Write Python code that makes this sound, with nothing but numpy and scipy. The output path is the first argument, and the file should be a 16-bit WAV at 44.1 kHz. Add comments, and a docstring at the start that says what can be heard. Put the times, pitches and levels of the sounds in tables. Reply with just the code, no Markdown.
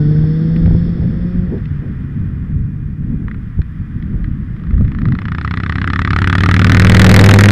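"""A big V-twin accelerates out of a bend and passes close to a microphone case on a bike parked at the verge:
uneven beats of pressure pulses and gas bursts, ringing pipe, silencer and case, overload the microphone.
Before it, a four-cylinder recedes and shifts up: harmonics of its firing rate over chain and tyre hiss.
Wind buffets the case as gusting noise, grains tick on it as short bursts; far traffic is noise and a whine."""
import sys
import numpy as np
from scipy import signal
from scipy.fft import rfft, irfft, next_fast_len
from scipy.io import wavfile

SR = 44100
rng = np.random.default_rng(int(sys.argv[2]) if len(sys.argv) > 2 else 0)


def generate_wav(signal):
    """Clip the signal to [-1, 1] and save it as 16-bit WAV at the path in sys.argv[1]."""
    frames = np.transpose(np.atleast_2d(signal))
    scaled = np.clip(frames, -1, 1) * 32767
    pcm = np.round(scaled).astype(np.int16)
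    wavfile.write(sys.argv[1], SR, pcm)


N = 331191
TIME = np.arange(N) / SR


def from_db(db):
    """Decibels to gain."""
    return 10 ** (np.asarray(db) / 20)


def rms_one(x):
    """Scale to unit power."""
    return x / np.sqrt(np.mean(x ** 2) + 1e-20)


def in_time(rows, at=TIME):
    """Interpolate each column of a curve at the given times."""
    time_s, *columns = np.transpose(rows)
    return [np.interp(at, time_s, column) for column in columns]


def noise(colour):
    """Unit-power noise shaped by (frequency [Hz], level [dB]) points, falling away beyond both ends."""
    hz, db = np.transpose(colour)
    size = next_fast_len(N)
    f = np.arange(size // 2 + 1) * SR / size + 1e-3
    gain = from_db(np.interp(np.log(f), np.log(hz), db))
    gain *= np.minimum(1, f / hz[0]) ** 2 * np.minimum(1, hz[-1] / f) ** 2
    spectrum = rfft(rng.standard_normal(size)) * gain
    return rms_one(irfft(spectrum, size)[:N])


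def drift(rate_hz):
    """Random curve of unit RMS, linear between rate_hz new values per second."""
    return rms_one(np.interp(TIME * rate_hz, np.arange(4096), rng.standard_normal(4096)))


def cut(x, hz, kind, order=2):
    """Butterworth low- or high-pass."""
    sos = signal.butter(order, min(hz, .45 * SR), kind, fs=SR, output="sos")
    return signal.sosfilt(sos, x + 1e-18)


def resonate(x, hz, q):
    """Single resonance of unit peak gain."""
    return signal.lfilter(*signal.iirpeak(hz, q, fs=SR), x + 1e-18)


def place(times_s, shapes):
    """Add one short shape at each time."""
    out = np.zeros(N + shapes.shape[1])
    for time_s, shape in zip(times_s, shapes):
        i = min(round(time_s * SR), N)
        out[i:i + len(shape)] += shape
    return out[:N]


def bursts(times_s, db, decay_s, snap, size=900):
    """Each blow is a sudden front of height snap and a decaying turbulent tail."""
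    age_s = np.arange(size) / SR
    shapes = rng.standard_normal((len(times_s), size)) * np.exp(-age_s / decay_s)
    shapes[:, 0] -= snap
    return place(times_s, shapes * from_db(db)[:, None])


# four-cylinder, one upshift: (time [s], firing rate [Hz], exhaust level [dB])
FOUR_CURVE = [(0, 147.9, -10.5), (.5, 162, -12.5), (.72, 166.9, -12.5), (1.0, 171.2, -22),
              (1.44, 179.2, -18.5), (1.55, 178.7, -36), (1.65, 155.1, -24.5), (1.8, 136.1, -24),
              (2.45, 144.1, -25), (3.0, 149.1, -28), (3.8, 157.9, -35), (4.4, 161.7, -39.5),
              (5.2, 165, -55.5)]
# exhaust partials: (multiple of firing rate [-], relative level [dB])
FOUR_PARTIALS = [(1, -1), (1.5, -30), (2, -12), (3, -15.5), (4, -39.5), (5, -48.5), (6, -53.5), (10, -35)]
# chain and tyre hiss: (time [s], level [dB])
HISS_LEVEL = [(0, -52.5), (.85, -52.5), (1.0, -57), (1.3, -60), (1.65, -68), (2.0, -83), (2.7, -90)]
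# hiss spectrum: (frequency [Hz], relative level [dB per Hz])
HISS_SPECTRUM = [(1000, -16), (1700, -0.5), (2300, -24.5), (2800, -9), (3450, 9.5), (4050, -6), (4400, 4),
                 (4800, -0.5), (5300, 6.5), (6000, -20), (7100, -28), (7500, -23), (8200, -19.5),
                 (12000, -42.5)]


def four_cylinder(can_hz=715, can_width_hz=60, can_db=13):
    """Even firing gives harmonics, swelling at the can's resonance and dulling as it recedes; hiss beneath."""
    near_slope_db_per_oct, far_slope_db_per_oct, dulling_s = -2.5, -8, 0.29
    firing_hz, level_db = in_time(FOUR_CURVE)
    nearness = np.exp(-TIME / dulling_s)
    slope_db_per_oct = far_slope_db_per_oct + (near_slope_db_per_oct - far_slope_db_per_oct) * nearness
    phase = 2 * np.pi * np.cumsum(firing_hz * (1 + drift(9) / 1000)) / SR
    note = np.zeros(N)
    for k, partial_db in FOUR_PARTIALS:
        ring_db = can_db / (1 + ((k * firing_hz - can_hz) / can_width_hz) ** 2)
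        dull_db = slope_db_per_oct * np.log2(min(k, 3))
        gain = from_db(level_db + partial_db + ring_db + dull_db + drift(4.3))
        note += gain * np.sqrt(2) * np.sin(k * phase + rng.uniform(0, 2 * np.pi))
    hiss_db, = in_time(HISS_LEVEL)
    return note + from_db(hiss_db) * noise(HISS_SPECTRUM)


# breeze between gusts: (time [s], strength [dB])
BREEZE_STRENGTH = [(0, 5.5), (.5, 4.5), (1.1, 4.5), (1.7, -1.5), (2.3, 1), (2.8, -3), (3.25, 2),
                   (3.68, -9.5), (4.2, -2.5), (4.9, 1), (5.25, 0), (5.6, -10.5)]
# gusts: (crest time [s], length [s], rise [dB], brightness [dB]; > 0 flutter of small eddies, < 0 low push)
GUST_LIST = [(.68, 0.27, 5.8, -3), (1.03, 0.13, 4.9, -0.5), (1.42, 0.051, 4.4, -2.5), (1.53, 0.13, 7.3, 10),
             (1.851, 0.11, 7, 7.5), (2.23, 0.083, 3.8, 0.5), (2.59, 0.16, 2.5, -2.5),
             (3.01, 0.054, 2.81, 0), (3.12, 0.092, 4.7, 2), (3.59, 0.055, 8.46, -1),
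             (3.81, 0.057, 3.6, -2.5), (3.961, 0.024, 3.6, -4.5), (4.12, 0.31, 7.5, 4),
             (4.39, 0.23, 2.04, -1.5), (4.809, 0.19, 6.9, -4.5), (5.079, 0.17, 10, 3)]
# wind spectra, low to high: (frequency [Hz], relative level [dB per Hz])
RUMBLE_SPECTRUM = [(12, -6), (25, -5.5), (45, -0.5), (90, -1.5), (130, -3), (180, -9.5), (260, -24),
                   (500, -55.5)]
BUFFET_SPECTRUM = [(70, -17.5), (130, -1.5), (175, 2.5), (230, -1.5), (300, -11), (400, -30.5), (550, -50),
                   (900, -50.5)]
EDDY_SPECTRUM = [(200, -12.5), (330, 2.5), (450, -3.5), (620, -16), (900, -22.5), (1500, -45),
                 (3000, -62.5)]


def wind(flutter_hz=28):
    """Turbulent pressure on the case in three bands; gusts swell and die, brighter ones shed small eddies."""
    breeze_db, = in_time(BREEZE_STRENGTH)
    rise_db, bright_db = np.zeros(N), np.zeros(N)
    for crest_s, length_s, rise, bright in GUST_LIST:
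        swell = np.exp(-(2 * (TIME - crest_s) / length_s) ** 2)
        rise_db += rise * swell
        bright_db += bright * swell
    # (base level [dB], gain per dB of breeze [dB/dB], flutter [dB], spectrum, gain per dB of brightness [dB/dB])
    layers = [(-22, 0.32, 2.2, RUMBLE_SPECTRUM, -1),
              (-27, 0.99, 1.8, BUFFET_SPECTRUM, 0),
              (-47.5, 2.28, 2.2, EDDY_SPECTRUM, 1)]
    out = np.zeros(N)
    for base_db, follows, flutter_db, spectrum, tilt in layers:
        level_db = base_db + follows * breeze_db + rise_db + tilt * bright_db
        out += from_db(level_db + flutter_db * drift(flutter_hz)) * noise(spectrum)
    return out


# far traffic: (time [s], level [dB])
TRAFFIC_LEVEL = [(0, -42.5), (1.6, -43), (2.2, -45), (2.8, -49.5), (3.5, -46.5), (4.1, -46.5), (4.6, -45.5)]
# traffic spectrum: (frequency [Hz], relative level [dB per Hz])
TRAFFIC_SPECTRUM = [(300, 7), (550, -12), (850, -11), (1150, -3), (1500, -1.5), (1900, -0.5), (2300, -12),
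                    (2500, -15), (2900, -17), (3450, -18), (4000, -28.5), (5300, -28.5), (6000, -39),
                    (14000, -53)]
# thin far whine: (time [s], peak level before waver [dB])
WHINE_CURVE = [(0, -73), (1.5, -61.5), (2.5, -61.5), (4.0, -65), (5.0, -63)]


def traffic(whine_hz=2430):
    """Far tyre noise and a thin sine whine, wavering in level and pitch."""
    level_db, = in_time(TRAFFIC_LEVEL)
    tyres = from_db(level_db + 0.46 * drift(12)) * noise(TRAFFIC_SPECTRUM)
    whine_db, = in_time(WHINE_CURVE)
    whine_gain = from_db(whine_db + 2.4 * drift(30))
    phase = 2 * np.pi * np.cumsum(whine_hz + 14 * drift(60)) / SR
    return tyres + whine_gain * np.sin(phase)


# microphone hiss spectrum: (frequency [Hz], relative level [dB per Hz])
FLOOR_SPECTRUM = [(3000, 1), (7000, 0.48), (14000, -2)]


def microphone_hiss(level_db=-73.5):
    """The microphone's own steady noise."""
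    return from_db(level_db) * noise(FLOOR_SPECTRUM)


# case resonances: (frequency [Hz], width [Hz], gain [dB])
CASE_RESONANCES = [(770, 660, -10), (1235, 286, 6.5), (1442, 442, 6), (1899, 334, 5), (2636, 153.3, -7.5),
                   (2865, 194, -10), (3520, 296, -12), (4090, 221, -13.5), (5390, 250, -24)]


def case_ring(x):
    """Parallel two-pole resonances of the case, alternating in sign."""
    out = np.zeros(N)
    for k, (hz, width_hz, db) in enumerate(CASE_RESONANCES):
        r = np.exp(-np.pi * width_hz / SR)
        b = [(1 - r * r) / 2, 0, (r * r - 1) / 2]
        a = [1, -2 * r * np.cos(2 * np.pi * hz / SR), r * r]
        out += (-1) ** k * from_db(db) * signal.lfilter(b, a, x + 1e-18)
    return out


# grains on the case: (time [s], blow strength before filtering [dB], top of contact spectrum [Hz])
GRAIN_TICKS = [(0.562, -10.5, 6500), (0.659, -12, 5500), (0.673, -21, 2500), (1.58, -17.5, 10100),
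               (1.655, -13.5, 10100), (3.2815, -13.5, 2590), (3.3126, -13.5, 2560), (3.344, -18.5, 2410),
               (3.6165, -15, 6000), (4.0247, -19.5, 5000), (4.242, -13, 3530)]


def ticks(air_hz=6500):
    """Small hard grains strike the case, each blow limited to its own band, and set it ringing."""
    blows = np.zeros(N)
    for time_s, db, top_hz in GRAIN_TICKS:
        blow = bursts([time_s], [db], decay_s=0.0027, snap=2.5)
        blows += cut(cut(blow, top_hz, "low"), top_hz / 3, "high")
    return cut(case_ring(blows), air_hz, "low", order=4)


# V-twin opening up out of the bend: (time [s], throttle [dB])
THROTTLE_CURVE = [(4.5, -21.5), (5.1, -6), (5.45, 0), (5.8, 0), (6.4, 1.5), (7.5, 3)]


def approach_db(at_s, throttle_share=1):
    """V-twin gain: rises with throttle, falls with distance along a straight pass."""
    pass_s, gap_m, speed_m_per_s, doubling_loss_db = 7.181, 3.29, 16.13, 7.5
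    distance_m = np.hypot(gap_m, speed_m_per_s * (at_s - pass_s))
    throttle_db, = in_time(THROTTLE_CURVE, at_s)
    return throttle_share * throttle_db - doubling_loss_db * np.log2(distance_m / gap_m)


def facing(far, near):
    """Blend from the far value to the near one as the V-twin's outlet swings past."""
    return far + (near - far) * np.interp(TIME, [6.3, 7.15], [0, 1])


# near bike's tyres, chain and valve gear: (frequency [Hz], relative level [dB per Hz])
RUSH_SPECTRUM = [(130, 22), (280, 24.5), (450, -0.5), (700, -0.5), (950, -8), (1300, 0), (1900, 5),
                 (2700, -14), (3400, -7), (4200, -16), (5300, -26.5), (6200, -27.5), (8500, -28.5),
                 (13000, -59)]


def rush(level_db=-12, clatter_db=3.5):
    """Noise of tyres, chain and valve gear, its level jittering rapidly."""
    arrived = np.interp(TIME, [3.8, 4.5], [0, 1])
    gain = from_db(level_db + approach_db(TIME) + clatter_db * drift(300))
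    return arrived * gain * noise(RUSH_SPECTRUM)


# V-twin: (time [s], engine cycles [1/s], second cylinder's firing point [share of cycle])
TWIN_CURVE = [(4.565, 13.88, 0.45), (4.85, 14.34, 0.45), (5.2, 15.14, 0.444), (5.5, 15.89, 0.461),
              (5.8, 16.78, 0.451), (6.1, 17.63, 0.456), (6.4, 18.62, 0.449), (6.7, 19.66, 0.455),
              (7.0, 20.52, 0.456), (7.25, 20.22, 0.426), (7.51, 20.48, 0.406)]


def firings():
    """Unevenly spaced firing times [s] and a 0/1 flag for the second cylinder."""
    t = TIME[TIME >= TWIN_CURVE[0][0]]
    cycles_per_s, share = in_time(TWIN_CURVE, t)
    cycles = np.cumsum(cycles_per_s) / SR
    whole = np.arange(int(cycles[-1]) + 1)
    first_s = np.interp(whole, cycles, t)
    second_s = np.interp(whole, cycles - share, t)
    return np.concatenate([first_s, second_s]), np.repeat([0, 1], len(whole))


# exhaust pipe, quicker as the gas heats: (time [s], round trip [s])
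PIPE_TRIP = [(4.5, 0.012), (5.6, 0.012), (6.4, 0.011), (7.0, .0104), (7.51, 0.01)]


def pipe(x, echo, dull_hz, count=4):
    """Pulses run up and down the exhaust pipe, weaker and duller at each return."""
    trip_s, = in_time(PIPE_TRIP)
    lag_s = 1 / (2 * np.pi * dull_hz)  # low-pass delay, part of the round trip
    out = x
    for _ in range(count):
        returned = np.interp(TIME - trip_s + lag_s, TIME, x)
        x = echo * cut(returned, dull_hz, "low", order=1)
        out = out + x
    return out


# silencer booms: (frequency [Hz], sharpness Q [-], far gain [-], gain with outlet facing the verge [-])
SILENCER_BOOMS = [(100, 3.1, 1, 0.28), (191.2, 2.65, 0.14, 0.72), (291, 2.96, -0.4, 0.71)]


def thumps(level_db=11.5, throttle_share=0.56, second_db=-1.0, size=1100):
    """Each beat pushes out a low pressure pulse that echoes in the pipe and booms in the silencer."""
    swell_s, dip, dip_s, lead_s = 0.0023, 0.92, 0.0012, 0.0033
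    times_s, is_second = firings()
    strength_db = 0.6 * rng.standard_normal(len(times_s))
    stretch = np.exp(0.04 * rng.standard_normal((len(times_s), 1)))
    age_s = np.arange(size) / SR - lead_s
    # pressure dips briefly, then swells and dies
    since = np.maximum(age_s - .0009, 0) / (swell_s * stretch)
    shapes = since * np.exp(1 - since) - dip * np.exp(-((age_s - .0003) / dip_s) ** 2)
    beat_db = level_db + approach_db(times_s, throttle_share) + is_second * second_db + strength_db
    pulses = place(times_s - lead_s, from_db(beat_db)[:, None] * shapes)
    pulses = pipe(pulses, echo=0.52, dull_hz=364)
    out = pulses
    for hz, q, far, near in SILENCER_BOOMS:
        out = out + facing(far, near) * resonate(pulses, hz, q)
    return cut(cut(out, 67.6, "high", order=1), 41, "high", order=1)


def cracks(level_db=18, second_db=-2.5, lead_s=0.00019, air_hz=7000, edge_db=-6):
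    """Gas bursts from the valve at each beat and rings the case: lower bark far off, sharper edge close by."""
    bark_hz, bark_q, bark_far, bark_near = 1220, 5, 0.56, -0.53
    times_s, is_second = firings()
    beat_db = level_db + approach_db(times_s) + is_second * second_db
    blows = bursts(times_s - lead_s, beat_db, decay_s=0.0031, snap=7.22)
    rung = case_ring(pipe(blows, echo=0.11, dull_hz=1900, count=1))
    bark = facing(bark_far, bark_near) * resonate(rung, bark_hz, bark_q)
    edge = from_db(edge_db) * facing(0, 1) * cut(rung, air_hz, "high")
    return cut(rung + bark, air_hz, "low", order=6) + edge


def v_twin():
    """Uneven exhaust beats over the rush of tyres, chain and valve gear."""
    return rush() + thumps() + cracks()


def scene():
    """Both bikes, wind, grains and road at one microphone."""
    background = wind() + traffic() + microphone_hiss()
    return (four_cylinder() + background + ticks() + v_twin())[None]


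def record(dry, knee=17.0, cutoff_hz=14200):
    """Microphone overload: flat tops, rounded shoulders; lowest bass and top treble are cut."""
    bottom, top = -.75, .72  # clipping limits, full scale = 1
    faded_in = dry * np.minimum(TIME / .004, 1)
    fine = signal.resample_poly(faded_in, 2, 1, axis=-1)  # oversampled against aliasing
    drive = np.maximum(fine / bottom, fine / top)
    flat = fine / (1 + drive ** knee) ** (1 / knee)
    out = cut(signal.resample_poly(flat, 1, 2, axis=-1), .4, "high", order=1)
    return signal.sosfiltfilt(signal.ellip(6, .05, 45, cutoff_hz, fs=SR, output="sos"), out)


dry = scene()
out = record(dry)
generate_wav(out)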